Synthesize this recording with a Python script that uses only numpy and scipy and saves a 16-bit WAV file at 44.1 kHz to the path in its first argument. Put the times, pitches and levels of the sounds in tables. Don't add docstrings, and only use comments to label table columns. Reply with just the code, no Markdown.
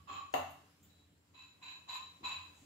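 import sys
import numpy as np
from scipy import signal
from scipy.fft import rfft, irfft
from scipy.io import wavfile
from scipy.ndimage import uniform_filter1d

SR = 44100
rng = np.random.default_rng(int(sys.argv[2]) if len(sys.argv) > 2 else 0)


def to_wav(s):
    ch = np.atleast_2d(s).T
    pcm = np.round(np.clip(ch, -1, 1) * 32767)
    wavfile.write(sys.argv[1], SR, pcm.astype(np.int16))


def invert_db(x):
    u = np.asarray(x, float) / 20
    return 10 ** u


N = 116865


def evened(x):
    return x / np.sqrt(np.mean(x ** 2) + 1e-20)


def read(points, hz):
    f, value = np.transpose(points)
    return np.interp(np.log(hz + 1), np.log(f + 1), value)


def add(mix, start_s, sound):
    part = mix[max(round(start_s * SR), 0):][:len(sound)]
    part += sound[:len(part)]


def colour(x, points):
    gain = invert_db(read(points, np.fft.rfftfreq(len(x), 1 / SR)))
    return irfft(rfft(x) * gain, len(x))


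def resonate(x, hz, width_hz):
    decay = np.exp(-np.pi * width_hz / SR)
    pole = decay * np.exp(2j * np.pi * hz / SR)
    return np.sqrt(2 * (1 - decay ** 2)) * signal.lfilter([1], [1, -pole], x).imag


def blend(a, b, same):
    return same * a + np.sqrt(1 - same ** 2) * b


def pair(a, b, same, left_db):
    balance = invert_db(left_db / 2)[:, None]
    same = np.clip(same, 0, 1)[:, None]
    return np.array([a * balance, blend(a, b, same) / balance])


def ears(x, lag_s):
    return np.array([x, np.roll(x, round(lag_s * SR))])


def glass():
    # start_s, length_s, force_db, first_mode_db, second_mode_db
    slides = [
        (.87, 0.13, -75.5, -14, -11),
        (1.333, 0.094, -60, -3.5, -2.5),
        (1.611, 0.097, -53, -1.5, -0.5),
        (1.874, 0.084, -45.5, 0, -8.5),
        (2.227, 0.096, -45.5, 3, 0),
    ]
    # pitch_hz, width_hz, level_db
    modes = [(1021.6, 32, 1), (2584, 82, 2.2), (3946, 24.6, 4), (1649, 140, -17.5), (4230, 180, -39.5),
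             (6600, 57, -32), (7145, 57, -7.5), (10400, 60, -20.5), (11340, 30, -9), (13010, 95, -10),
             (15300, 74, -14), (15100, 60, -20)]
    # pitch_hz, level_db
    grit = [(760, -33.5), (1000, -4), (2800, 9.5), (4800, -2.5), (5900, -23.5), (7200, 9.5), (8200, -51),
            (15000, -36)]
    # start_s, level_db, second_mode_db, third_mode_db
    catches = [(1.341, -65, -8, -6), (1.3883, -65, -1, -3), (1.6242, -50, -0.5, 9), (1.65, -50, 3, 16),
               (1.69, -45, -11.5, 3), (1.7253, -54, -7, 2), (1.8913, -34, -13, 0), (1.932, -42, -10, 1),
               (1.9552, -40, -11, 1), (1.9852, -40, -8, 1), (2.0277, -44, -6, 4), (2.084, -52, -12, -3),
               (2.2364, -38, -10, -2), (2.2501, -36, -5, 3), (2.284, -40, 10, 0), (2.31, -50, 2, -5),
               (2.335, -42, -2, 10), (2.38, -50, -2, -5)]
    return vessel(slides, catches, modes, grit, grit_db=-5.5, rise=0.23, lag_s=0.00025, left_db=0.6)


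def jug():
    # start_s, length_s, force_db, first_mode_db, second_mode_db
    drags = [
        (.0, 0.004, -68.5, -2, -4),
        (0.07, 0.108, -49, 5.5, -2.5),
    ]
    # pitch_hz,
    # width_hz, level_db
    modes = [(1128.8, 26, -0.2), (2594, 120, -2.5), (783, 15, -8.5), (1650, 49, -17.5), (3230, 200, -9),
             (3876, 37, -12.5), (4100, 35, -15), (7082, 32, -8.5), (13100, 150, -33)]
    # pitch_hz, level_db
    grit = [(300, 4.5), (650, 1), (1050, -13), (3000, 1.5), (5600, -11), (7200, -20), (8000, -33),
            (15000, -18)]
    # start_s, level_db, second_mode_db, third_mode_db
    catches = [
        (.0772, -46, -13, -15),
        (0.1077, -30, -17, -13),
        (0.124, -35, -14, -20),
        (0.174, -48, -20, -23),
        (0.22, -52, -12, -24),
        (0.2633, -53, -18, -25),
        (0.2984, -48, -14.5, -30.5),
    ]
    return vessel(drags, catches, modes, grit, grit_db=-7.5, rise=0.22, lag_s=-0.00025, left_db=-1.0)


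def vessel(rows, catches, modes, grit, grit_db, rise, lag_s, left_db):
    caught = jolts(catches, modes)
    faces, wet = np.zeros((2, N)), np.zeros((2, N))
    for row in rows:
        one = np.zeros((2, N))
        for face in one:
            start_s, sound = slide(modes, grit, grit_db, rise, *row)
            add(face, start_s, sound)
        faces = faces + one
        wet = wet + room(one[0])
    near = np.array([faces[0], blend(faces[0], faces[1], 0.18)]) + ears(caught, lag_s)
    balance = invert_db([[left_db], [-left_db]])
    return invert_db(-6) * near * balance + invert_db(-3) * (wet + room(caught))


def slide(modes, grit, grit_db, rise, start_s, length_s, force_db, first_db, second_db):
    # pitch_hz, level_db
    ring_colour = [(250, -19.5), (800, 0.07), (7500, -0.18), (8300, -22.5), (16000, -17)]
    grains_per_s, spread_db, stutter_db, lift_t60_s = 2500, 3, 1.5, 0.21
    bite, bite_s = 2.54, 0.0091
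    t = np.arange(SR // 2) / SR
    hit, size, slow = rng.random((len(t), 3)).T

    ways = rng.random((len(t), len(modes) + 1)).T - .5
    grain_sizes = (hit < grains_per_s / SR) * invert_db(-spread_db * np.log(size + .01))
    grains = ways * np.sqrt(12) * evened(grain_sizes)

    stutter = evened(uniform_filter1d(uniform_filter1d(slow - .5, size=400), size=400))
    lift_db = -60 * np.maximum(t - length_s, 0) / lift_t60_s
    push = np.minimum(t / (rise * length_s), 1) * invert_db(lift_db)
    drive = grains * push * invert_db(force_db + stutter_db * stutter)
    drive[0] *= 1 + bite * np.exp(-t / bite_s)

    trim_db = [first_db, second_db] + [0] * len(modes)
    rung = np.zeros(len(t))
    for x, (hz, width_hz, db), trim in zip(drive, modes, trim_db):
        rung += invert_db(db + trim) * resonate(x, hz, width_hz)
    scrape = colour(drive[-1], grit) / colour(grains[-1], grit).std()
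    return start_s, colour(rung, ring_colour) + invert_db(grit_db) * scrape


def jolts(catches, modes):
    out, t = np.zeros(N), np.arange(SR // 8) / SR
    rise = np.minimum(t / 0.009, 1)
    phases = rng.random((len(catches), 3))
    for (start_s, db, second_db, third_db), turns in zip(catches, phases):
        ring = np.zeros(len(t))
        for (hz, width_hz, _), mode_db, turn in zip(modes, (0, second_db, third_db), turns):
            ring += invert_db(mode_db) * np.exp(-np.pi * width_hz * t) * np.sin(2 * np.pi * (hz * t + turn))
        add(out, start_s, invert_db(db - 5.5) * rise * ring)
    return out


def knock():
    # pitch_hz, level_db, t60_s
    knock_modes = [(258, -13.5, 0.059), (504, -25, 0.21), (623, -2, 0.054), (684, -4.5, 0.062),
                   (738, 4.5, 0.033), (802, -8.5, 0.03), (1075, -7.5, 0.076), (1175, -11.5, 0.087),
                   (1296, -14.5, 0.058), (1996, -16.5, 0.04), (2778, 1, .011), (3010, -3.5, 0.0063),
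                   (3900, -16, 0.021), (6210, -37, 0.024)]
    # pitch_hz, level_db
    crack_colour = [(420, -27), (700, 1.5), (950, -5.5), (2800, -13.5), (5600, -27), (7000, -9),
                    (8000, -32), (14000, -23.5)]
    # pitch_hz, level_db
    body = [(260, -0.5), (330, -4), (470, -6.5), (600, -1), (780, 0), (900, -2), (1100, 0), (16000, 1)]
    start_s, level_db, rise_s = .3392, -20.5, 0.0016
    crack_db, crack_t60_s = -2.5, 0.017
    t = np.arange(SR // 4) / SR
    ring = sum(invert_db(db - 60 * t / t60_s) * np.sin(2 * np.pi * hz * t) for hz, db, t60_s in knock_modes)
    noise = evened(colour(rng.standard_normal(len(t)), crack_colour))
    crack = noise * invert_db(crack_db - 60 * t / crack_t60_s)
    out = np.zeros(N)
    add(out, start_s, -invert_db(level_db) * (ring + crack) * np.minimum(t / rise_s, 1))
    return colour(out, body)


def small():
    # start_s, level_db, centre_hz, width_hz, length_s
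    ticks = [(0.327, -59.5, 6800, 2520, 0.011), (0.337, -37.5, 710, 260, 0.006),
             (0.491, -69, 13430, 298, 0.032), (0.504, -70.5, 10800, 6000, 0.023),
             (0.7, -77, 9700, 3100, 0.0028), (0.827, -70.5, 7300, 677, 0.029),
             (0.826, -72, 14500, 3900, 0.032), (0.829, -76, 3080, 3020, 0.044),
             (2.203, -58, 297, 202, 0.051), (2.6, -65.5, 286, 188, 0.18), (.0, -63.5, 120, 119, 0.048),
             (0.804, -66.5, 205, 316, 0.04), (2.526, -73.5, 7200, 1490, 0.17),
             (0.088, -65, 330, 120, 0.044)]
    bump_starts = [
        .001,
        .11,
        .345,
        .37,
        2.25,
        2.36,
    ]
    # level_db, pitch_hz, t60_s
    bumps = [(-74, 130, 0.13), (-60, 100, .39), (-53, 142, 0.34), (-59, 88, 0.5), (-63, 90.7, 0.25),
             (-60, 88, 0.28)]
    out, t = np.zeros(N), np.arange(SR // 2) / SR
    for start_s, db, hz, width_hz, length_s in ticks:
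        age = 3 * t / length_s
        shape = age * np.exp(1 - age)
        noise = resonate(rng.standard_normal(len(t)), hz, width_hz)
        add(out, start_s, invert_db(db) * shape * evened(resonate(noise, hz, width_hz)))
    rise = np.minimum(t / 0.0066, 1)
    for start_s, (db, hz, t60_s) in zip(bump_starts, bumps):
        add(out, start_s, invert_db(db - 60 * t / t60_s) * rise * np.sin(2 * np.pi * hz * t))
    return out


def room(x):
    # pitch_hz, t60_s
    decay = [(100, 0.84), (400, 0.21), (1000, 0.53), (3000, 0.53), (7000, 0.54), (14000, 0.36)]
    # pitch_hz, likeness
    echo_same = [(60, 1), (200, 0.85), (400, 0.27), (700, 0.057), (16000, 0.022)]
    # pitch_hz, left_over_right_db
    echo_left = [(500, -0.4), (4000, 0.5), (8000, -0.5), (13000, 9.5)]
    taps = np.zeros((2, SR))
    places = np.arange(120, SR - 20, 20)
    at = places + rng.integers(0, 20, (2, len(places)))
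    np.put_along_axis(taps, at, rng.choice([-1., 1.], at.shape), 1)

    hz, t, z = signal.stft(taps, SR, nperseg=256)
    z = pair(z[0], z[1], read(echo_same, hz), read(echo_left, hz))
    z = z * invert_db(-60 * t / read(decay, hz)[:, None])
    tail = signal.istft(z, SR, nperseg=256)[1]
    return signal.fftconvolve(x[None], tail / np.linalg.norm(tail[0]), axes=1)[:, :N]


def floor():
    # pitch_hz, level_db_per_hz
    hiss = [(60, -14.5), (100, -3.5), (300, -12), (700, -18), (4000, -23.5), (7600, -29), (9500, -31.5),
            (15200, -32.5)]
    # pitch_hz, likeness
    hiss_same = [(60, 1), (240, 0.64), (950, 0.24), (3770, -1.8), (15000, -0.32)]
    # pitch_hz, left_over_right_db
    hiss_left = [(60, -1), (380, 1), (2380, -0.5), (15000, 2)]
    # time_s, lift_db
    stir = [
        (0, 2.5),
        (.6, 4),
        (.9, 2.5),
        (1.15, -0.6),
        (2.1, 4.5),
        (2.55, 7),
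        (2.65, 8),
    ]
    # pitch_hz, width_hz, level_db
    hums = [(87, 7.2, -75), (172, 5.3, -79.5), (289.3, 4.7, -79.5), (7440, 130, -88)]
    frames, hz = N // 256 + 5, np.fft.rfftfreq(1024, 1 / SR)
    a, b, c, d, patches = rng.standard_normal((frames, len(hz), 5)).T
    patches = uniform_filter1d(patches, size=10, axis=0)
    patches = evened(uniform_filter1d(patches, size=12, axis=1))

    z = pair(a + 1j * b, c + 1j * d, read(hiss_same, hz), read(hiss_left, hz))
    z = z * invert_db(read(hiss, hz))[:, None]
    rms = signal.istft(z.mean(0), nperseg=1024, noverlap=768)[1].std()
    stir_db = np.interp((np.arange(frames) - 2) * 256 / SR, *np.transpose(stir))
    z = z * invert_db(1.85 * patches + stir_db * np.clip(hz / 600, 0, 1)[:, None])
    noise = signal.istft(z, nperseg=1024, noverlap=768)[1][:, :N] / rms

    hum = sum(invert_db(db) * evened(resonate(rng.standard_normal(N), f, width_hz)) for f, width_hz, db in hums)
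    return invert_db(-74.5) * noise + hum


def scene():
    knock_sides_db = [
        [-1.5],
        [-9],
    ]
    vessels = glass() + jug()
    blow, bits = knock(), small()
    direct = ears(blow, lag_s=0.00061) * invert_db(knock_sides_db) + bits
    return direct + vessels + room(invert_db(2.0) * blow + invert_db(3) * bits) + floor()


def gated(x):
    # pitch_hz, level_db
    silenced_under = [(7700, -10.5), (8100, -17.5), (9300, -20), (10200, -34.5), (15000, -29.5)]
    hz, t, z = signal.stft(x, SR, nperseg=1024, noverlap=768)
    power = uniform_filter1d(abs(z) ** 2, size=7, axis=2)
    bands = power[:, :512].reshape(2, 64, 8, -1).mean(2).repeat(8, 1)
    hz = hz[:-1]
    peak = bands[:, (hz > 6800) & (hz < 7500)].max(1)[:, None]
    weak = bands < peak * invert_db(2 * read(silenced_under, hz))[:, None]
    keep = np.where(weak & (hz > 7850)[:, None], invert_db(-36), 1)
    keep = np.concatenate([keep, keep[:, -1:]], 1)
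    return signal.istft(z * keep, SR, nperseg=1024, noverlap=768)[1][:, :N]


def low_pass(x):
    return signal.sosfilt(signal.butter(12, 16040, fs=SR, output="sos"), x)


def record(dry):
    # pitch_hz, level_db
    reach = [(20, -28), (45, -17), (70, 0), (15760, 0), (15880, -50)]
    heard = np.array([colour(channel, reach) for channel in dry])
    return low_pass(gated(heard))


dry = scene()
out = record(dry)
to_wav(out)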